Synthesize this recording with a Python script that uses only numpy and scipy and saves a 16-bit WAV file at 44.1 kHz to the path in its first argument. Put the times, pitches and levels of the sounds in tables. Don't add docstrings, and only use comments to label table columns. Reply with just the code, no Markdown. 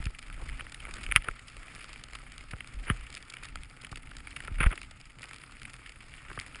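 import sys
import numpy as np
from scipy import signal
from scipy.fft import rfft, irfft
from scipy.io import wavfile
from scipy.ndimage import uniform_filter1d

SR = 44100
rng = np.random.default_rng(int(sys.argv[2]) if len(sys.argv) > 2 else 0)


def volts_from_decibels(level):
    exponent = np.asarray(level, float) / 20
    return 10 ** exponent


def store_pcm(level_fs):
    pcm = np.round(np.clip(level_fs, -1, 1) * 32767).astype(np.int16)
    wavfile.write(sys.argv[1], SR, np.atleast_2d(pcm).T)


N = 291060

# f/Hz, level/dB [dB per Hz]
CASE_RESPONSE = [(180, -29.5), (300, -3.5), (996, -10), (1310, 4), (1650, -3.5), (2290, 2.5), (3980, -14),
                 (5010, -10), (5660, -20.5), (6020, -35.5), (6310, -20.5), (6920, -15.5), (9700, -13.5),
                 (11000, -18.5), (11800, -98), (15400, -100), (22000, -120)]


def ticks():
    # t/s, energy level/dB, low ring/dB and hard edge/dB
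    # (both relative to the energy level), crumble time/ms (held to 0.1-4 ms for the crumble)
    clear_ticks = [(.0263, -24, -2, -11, 0.71), (.0415, -21, -21, -9, 1), (.0561, -18.5, -16, -3, .84),
                   (.0687, -19.5, -5, -27, 0.94), (.1473, -21, -26, -23, 2.7), (.191, -24.5, -19, -4, .9),
                   (.2275, -24.5, -13, -8, .76), (.3002, -24.5, -2, -14, 0.76),
                   (.328, -20.5, -14, -19.5, 0.68), (.3775, -37, 11, -24, 1.2), (.4909, -18, -13, -18, .5),
                   (.4975, -22.5, -6, -11, 0.61), (.528, -24.5, -4, -27, 1.4), (.594, -17.5, -4, -25, 2.1),
                   (.6081, -13.5, -6.5, -31, 0.82), (.6674, -22.5, -5, -28, .76),
                   (.7211, -24.5, -1, 2, 1.5), (.745, -18, -29, -5, 1.1), (.802, -19.5, -19, -14, 1.8),
                   (.8523, -16, -8, -37, 0.78), (.87, -26.5, 6, -26, .8), (.9101, -22.5, -5, -7, 1.5),
                   (.9393, -24, -2, 5, 1.05), (.9675, -25, 1, -4, 1.2), (.9823, -22, -2, -19, 2),
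                   (1.0337, -20, -8, -7, .55), (1.0374, -19.5, -9, -7.5, 1.2),
                   (1.0648, -13, -18, -21, 0.69), (1.089, -25, 1, -13, 0.96), (1.114, -6.5, -14, -30, 0.75),
                   (1.1222, 1.5, -13, -39, 0.18), (1.1616, 11.2, -11, -25, .27), (1.1648, -3, -8, -14, 1.2),
                   (1.223, -19, -19, -20, .27), (1.243, -19.5, -1.5, -11, 2.2), (1.2855, -10, 6, -25, .78),
                   (1.3121, -25.5, -4, -12, 0.59), (1.3948, -29, -18, -4, 0.55), (1.482, -28, -21, 3, 1.5),
                   (1.5679, -22.5, -11, -8, 0.74), (1.6826, -26.5, -6, -19, .6),
                   (1.7506, -22, -27, -4, .57), (1.763, -22, -27, -26, 0.5), (1.7914, -21, -11, -23, 2.1),
                   (1.808, -19.5, -13, -13, 4.5), (1.8432, -26, -3, 0, 0.77), (1.8927, -28, 3, -3, 1.2),
                   (1.931, -25, -7, 0, 0.95), (1.96, -24, -9, -22, .55), (2.1337, -22, -7, -7, 0.85),
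                   (2.151, -17.5, -1, -6.5, 2.5), (2.1879, -28.5, -12, -5, .74),
                   (2.2648, -28, -1, -26, 2.3), (2.3202, -24, -9, -5.5, 1.1), (2.3809, -28, -10, 4.5, .46),
                   (2.51, -20.5, -15, -5.5, 1.8), (2.5336, -22, 6.5, -42, 1.7),
                   (2.6063, -12.5, -15, -32, 1.2), (2.6452, -26.5, -4.5, -15, .42),
                   (2.6744, -28, -18, 0.5, 0.55), (2.9001, -2, 1.5, -44, 0.69), (3.01, -27, -8, -9, 0.68),
                   (3.0677, -22, -18, -23, 0.99), (3.1035, -31, -37, 2.5, .21),
                   (3.1271, -24.5, -36, -3, .57), (3.151, -24.5, -20, 4, 0.71), (3.1636, -25, -20, -7, 1),
                   (3.1709, -19.5, -10, -8, 0.76), (3.1774, -22.5, -20, -7, 0.83),
                   (3.3377, -19, -7.5, -6.5, 1.7), (3.3687, -16.5, -17, -26, 0.9),
                   (3.426, -26, 2.5, -15, 3), (3.434, -20, -16, -5, 1.8), (3.446, -25, -26, -4, 1.2),
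                   (3.4527, -24.5, -2, 1, 1.5), (3.487, -25.5, -14, -6, .67), (3.557, -18, -2.5, -5, 0.89),
                   (3.6346, -20.5, -30, -9, 0.51), (3.8359, -28, -1, -5, 1.7),
                   (3.8475, -14, -28, -13.5, 1.1), (3.9159, -29, 0, 3.5, 1.6), (3.926, -34, 14.5, 0, 1.6),
                   (3.9584, -16.5, -15, -10, .8), (3.9724, -27, 1, -.6, 1.1), (4.0319, -27, -21, -12, 1.2),
                   (4.0721, -25.5, -12, -21, 1.1), (4.1144, -25, 3, -38, 1.3), (4.1678, -24, -9, 1, 1.1),
                   (4.2036, -23.5, -8, -43, 1), (4.2723, -15.5, -8, -51, .83), (4.2806, -28, -16, -12, .65),
                   (4.3289, -26, -45, -26, 0.84), (4.3621, -12, -11.5, -12.5, 3.4),
                   (4.4042, -15.5, -9.5, -16, 1), (4.4493, -21.5, -8, -9, 1.4), (4.4761, -20, -11, -11, .2),
                   (4.4798, -23.5, 10.5, -18, 1), (4.5574, -26, -19, -12, .7),
                   (4.5851, -17.5, -10, -30, 1.1), (4.605, -8, 2.5, -30, .36), (4.757, -39.5, -7, 12.5, .9),
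                   (4.7768, -16, -8, -15, 1.4), (4.8164, -22.5, -23, -2, 0.64),
                   (4.832, -24.5, -26, -22, 1.5), (4.959, -34, -11, -17, 1.2), (5.0054, -31, -8, -15, 1.2),
                   (5.0132, -31.5, -11, 1, 0.62), (5.105, -30.5, -14, -13, .95),
                   (5.1868, -32.5, -2, -3.5, .9), (5.2191, -35, -10, 8, 1.5), (5.23, -18, -11, -11, 1.6),
                   (5.241, -24.5, -17, -3, 0.39), (5.2895, -27, -12, -5, 2.2), (5.3113, -22, -7, -12, 0.43),
                   (5.3325, -22.5, -16, -14, .43), (5.363, -29, -17, -1, .3), (5.4162, -32, -6, -3, .74),
                   (5.4371, -20.5, -8, -19, .97), (5.5217, -27.5, -4.5, -8, 1.1),
                   (5.6176, -26, -1, -5, 1.1), (5.6325, -25, -7, -4, 0.24), (5.653, -16, -26, -22, 1.16),
                   (5.7401, -20, -9, -15, 1.2), (5.8615, -19.5, -23.5, -17, 1.5),
                   (5.894, -25.5, -5, -2, 1.2), (5.92, -29, -10, -4, 1.6), (5.959, -27, -12, -22, 1.3),
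                   (6.1394, -19.5, -26, -25, 0.49), (6.3, -24, 4, -52, 1.6), (6.3148, -33, 16, -27, .84),
                   (6.375, -26.5, 11.5, -27, 1.3), (6.3905, -11.5, -16, -30, 0.82),
                   (6.3993, -21, -14, 3, 0.26), (6.4126, -19.5, -18, -11, .76),
                   (6.4637, -20.5, -15, -17, 0.49), (6.5467, -24, -13, -19, 0.82),
                   (6.5576, -27, 2, 1.5, 0.26)]
    start_s, energy_db, low_db, edge_db, length_ms = np.vstack([clear_ticks, flakes()]).T[:, :, None]
    dull_db = -17.5 + 0.83 * low_db - 0.43 * energy_db

    k = np.arange(512)
    t = 1000 * k / SR / np.clip(length_ms, 0.1, 4)
    crumble = rng.standard_normal(t.shape) * t * np.exp(-t)
    crumble = crumble / np.linalg.norm(crumble, axis=1, keepdims=True)
    even_split_ms = 0.73
    tap_share = 1 / (1 + (length_ms / even_split_ms) ** 2)
    burst = np.sqrt(1 - tap_share) * crumble + np.sqrt(tap_share) * (k == 8)

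    where = np.clip((start_s * SR).astype(int) + k - 36, 0, N - 1)
    gains = range_gains(energy_db, dull_db, low_db, edge_db)
    return ring([np.bincount(where.ravel(), (g * burst).ravel(), N) for g in gains])


def flakes():
    flakes_per_s = 45
    count = int(flakes_per_s * N / SR)
    start_s = rng.random(count) * N / SR
    strength, low, edge, length = rng.standard_normal((4, count))
    energy_db = -34.5 + 3.5 * strength
    low_db = -8.5 + 6 * low
    edge_db = -7 + 6 * edge
    length_ms = 0.8 * np.exp(0.43 * length)
    return np.transpose([start_s, energy_db, low_db, edge_db, length_ms])


def range_gains(main_db, dull_db, low_db, edge_db):
    port = np.hypot(volts_from_decibels(-11), volts_from_decibels(edge_db - 12))
    return [volts_from_decibels(main_db) * g for g in (1, volts_from_decibels(dull_db), volts_from_decibels(low_db), volts_from_decibels(edge_db), port)]


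def ring(trains):
    # lower f/Hz, upper f/Hz
    case_ranges = [(1700, 3300), (300, 1000), (1000, 1700), (3400, 8300), (9000, 10700)]
    impulse = 1.0 * (np.arange(4096) == 0)
    tap = colour(impulse, CASE_RESPONSE)
    out = 0
    for train, (lo_hz, hi_hz) in zip(trains, case_ranges):
        rung = band(colour(train, CASE_RESPONSE), lo_hz, hi_hz)
        out = out + rung / np.linalg.norm(band(tap, lo_hz, hi_hz))
    return out


def jolts():
    # t/s, level/dB (before onset and decay), first f/Hz, decay time/ms,
    # direction of the push (+1 or -1)
    jolt_rows = [(.002, -21.5, 46.3, 6.9, -1), (.064, -22.5, 127, 21, -1), (1.092, -30, 55, 51, -1),
                 (1.16, -21, 133, 9.3, -1), (1.184, -27.5, 50, 19, 1), (1.285, -32, 157, 8.3, -1),
                 (1.305, -31, 35.3, 19, 1), (2.534, -31.5, 200, 25, 1), (2.743, -34.5, 45, 34, -1),
                 (2.768, -31.5, 70.5, 40, -1), (2.9002, -30, 455, 6.5, -1), (2.902, -19.5, 242, 26.5, -1),
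                 (3.918, -37, 207, 31, 1), (4.516, -27.5, 89, 52, 1), (4.559, -34, 45, 60, 1),
                 (4.605, -24, 223, 29, -1), (4.617, -23, 130, 10, -1), (4.639, -25, 40, 29, 1),
                 (4.664, -6.5, 60.4, 14, -1), (4.712, -38, 300, 15, 1), (6.31, -43, 250, 13, 1),
                 (6.378, -41, 243, 39, 1)]
    mount_hz, glide_s, rise_s = 37.47, 0.0076, 0.001
    arm_hz, arm_decay_ms, arm_db, quick_hz = 123.5, 31, -16, 150
    out = np.zeros(N)
    for start_s, db, first_hz, decay_ms, sign in jolt_rows:
        t = np.clip(np.arange(N) / SR - start_s, 0, 1)
        turns = mount_hz * t + (first_hz - mount_hz) * glide_s * (1 - np.exp(-t / glide_s))
        envelope = (1 - np.exp(-t / rise_s)) * np.exp(-1000 * t / decay_ms)
        out += sign * volts_from_decibels(db) * envelope * np.sin(2 * np.pi * turns)

        quickness = 1 / (1 + (quick_hz / first_hz) ** 2)
        arm = np.sin(2 * np.pi * arm_hz * t) * np.exp(-1000 * t / arm_decay_ms)
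        out += sign * quickness * volts_from_decibels(db + arm_db) * arm
    return out


def scrapes():
    # start t/s, end t/s, first level/dB, last level/dB (main range)
    rubs = [(0.395, .425, -59, -59), (0.88, 0.894, -46, -51), (1.15, 1.163, -47, -22),
            (1.164, 1.182, -25, -45.5), (1.253, 1.297, -48, -59), (2.866, 2.902, -44.5, -36.5),
            (2.904, 2.929, -35, -59.5), (4.582, 4.607, -57, -44), (4.602, 4.623, -33.5, -37),
            (4.622, 4.642, -37.5, -27), (4.645, 4.652, -39, -48), (4.651, 4.672, -36.5, -37),
            (4.675, 4.699, -63, -53), (4.704, 4.733, -44, -41), (4.722, 4.742, -52, -48),
            (5.243, 5.256, -43, -68)]
    light_rub_db = -48
    t, trains = np.arange(N) / SR, 0
    slips = unit_rms(volts_from_decibels(3.5 * walk(450)) * rng.standard_normal(N))
    for start, end, first_db, last_db in rubs:
        db = np.interp(t, [start, end], [first_db, last_db])
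        contact = np.clip(np.minimum(t - start, end - t) / 0.0015, 0, 1)
        press_db = max(first_db, last_db) - light_rub_db
        gains = range_gains(0, -0.7154 * press_db, -0.12 * press_db, -27)
        trains = trains + np.outer(gains, volts_from_decibels(db) * contact * slips)
    return ring(trains)


def glide(hiss_db):
    hits_per_s, crumble_s = 300, 0.0044
    hits = (rng.random(N) < hits_per_s / SR) * volts_from_decibels(2.43 * rng.exponential(size=N).clip(0, 2.5))
    grit, out = rng.standard_normal(N), 0
    for lo_hz, hi_hz in [(100, 1000), (1000, 1700), (1700, 3500), (3500, 6000), (6000, 8500), (8500, 11500)]:
        blows = hits * volts_from_decibels(6.4 * rng.standard_normal(N))
        crumble = signal.lfilter([1], [1, -np.exp(-1 / (crumble_s * SR))], blows)
        hiss = volts_from_decibels(2.2 * walk(25)) * rng.standard_normal(N)
        out = out + band(unit_rms(hiss) + unit_rms(crumble * grit), lo_hz, hi_hz)
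    return volts_from_decibels(hiss_db) * unit_rms(colour(out, CASE_RESPONSE))


def buffet(buffet_db):
    # f/Hz, level/dB [dB per Hz]
    air_spectrum = [(8.8, -31), (15, 3), (46, 2), (82, -11.5), (125, -7), (175, -15.5), (229, -16.5),
                    (271, -14.5), (424, -39), (900, -27), (1170, -58), (1980, -120)]
    air = unit_rms(colour(rng.standard_normal(N), air_spectrum))
    deep, upper = band(air, 11.7, 64), band(air, 69.8, 1560)
    middle_db = np.median(buffet_db)
    deep_db = buffet_db + 1.9 * walk(13)
    upper_db = middle_db + 0.46 * (buffet_db - middle_db) + 1.95 * walk(30)
    return volts_from_decibels(deep_db) * deep + volts_from_decibels(upper_db) * upper


def unit_rms(x):
    return x / np.sqrt(np.mean(x ** 2))


def colour(x, points):
    hz, db = np.transpose(points)
    size = 2 ** 14
    grid_hz = np.arange(size // 2 + 1) * SR / size
    log_gain = np.interp(np.log(grid_hz + 1), np.log(hz), db) * np.log(10) / 20
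    cepstrum = np.fft.irfft(log_gain)
    cepstrum[1:size // 2] *= 2
    cepstrum[size // 2 + 1:] = 0
    response = irfft(np.exp(rfft(cepstrum)))
    return signal.fftconvolve(x, response)[:len(x)]


def band(x, lo_hz, hi_hz):
    return signal.sosfilt(signal.butter(4, [lo_hz, hi_hz], "band", fs=SR, output="sos"), x)


def walk(rate_hz):
    k = int(SR / rate_hz)
    held = np.repeat(rng.standard_normal(N // k + 1), k)
    return unit_rms(uniform_filter1d(uniform_filter1d(held, k), k)[:N])


def scene():
    # t/s, hiss level/dB, buffet level/dB (before its random swells)
    ride_course = [(0, -51.5, -34.5), (.18, -58, -55), (.45, -53.5, -35), (.7, -55.5, -52.5),
                   (1.08, -49, -42), (1.2, -53, -43), (1.4, -55, -57), (1.58, -54.5, -48),
                   (1.76, -52.5, -56), (2.05, -56, -50.5), (2.35, -56, -50), (2.65, -56.5, -50.5),
                   (2.96, -53, -42.5), (3.29, -55.5, -56.5), (3.55, -58, -49), (3.8, -57, -57),
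                   (4.05, -59.5, -49.5), (4.43, -53.5, -48), (4.59, -55, -37), (4.78, -55.5, -51),
                   (5.05, -61, -53), (5.35, -55, -58.5), (5.65, -56.5, -49.5), (5.9, -57.5, -57),
                   (6.1, -54.5, -51.5), (6.35, -52.5, -50.5), (6.6, -53.5, -52.5)]
    time_s, *columns = np.transpose(ride_course)
    hiss_db, buffet_db = (np.interp(np.arange(N) / SR, time_s, c) for c in columns)
    mix = ticks() + jolts() + scrapes() + glide(hiss_db) + buffet(buffet_db)
    return mix[None]


def band_limit(x):
    return signal.sosfilt(signal.butter(12, 12000, fs=SR, output="sos"), x)


def record(dry):
    mix = np.clip(dry, -1, 1)
    return band_limit(mix)


dry = scene()
out = record(dry)
store_pcm(out)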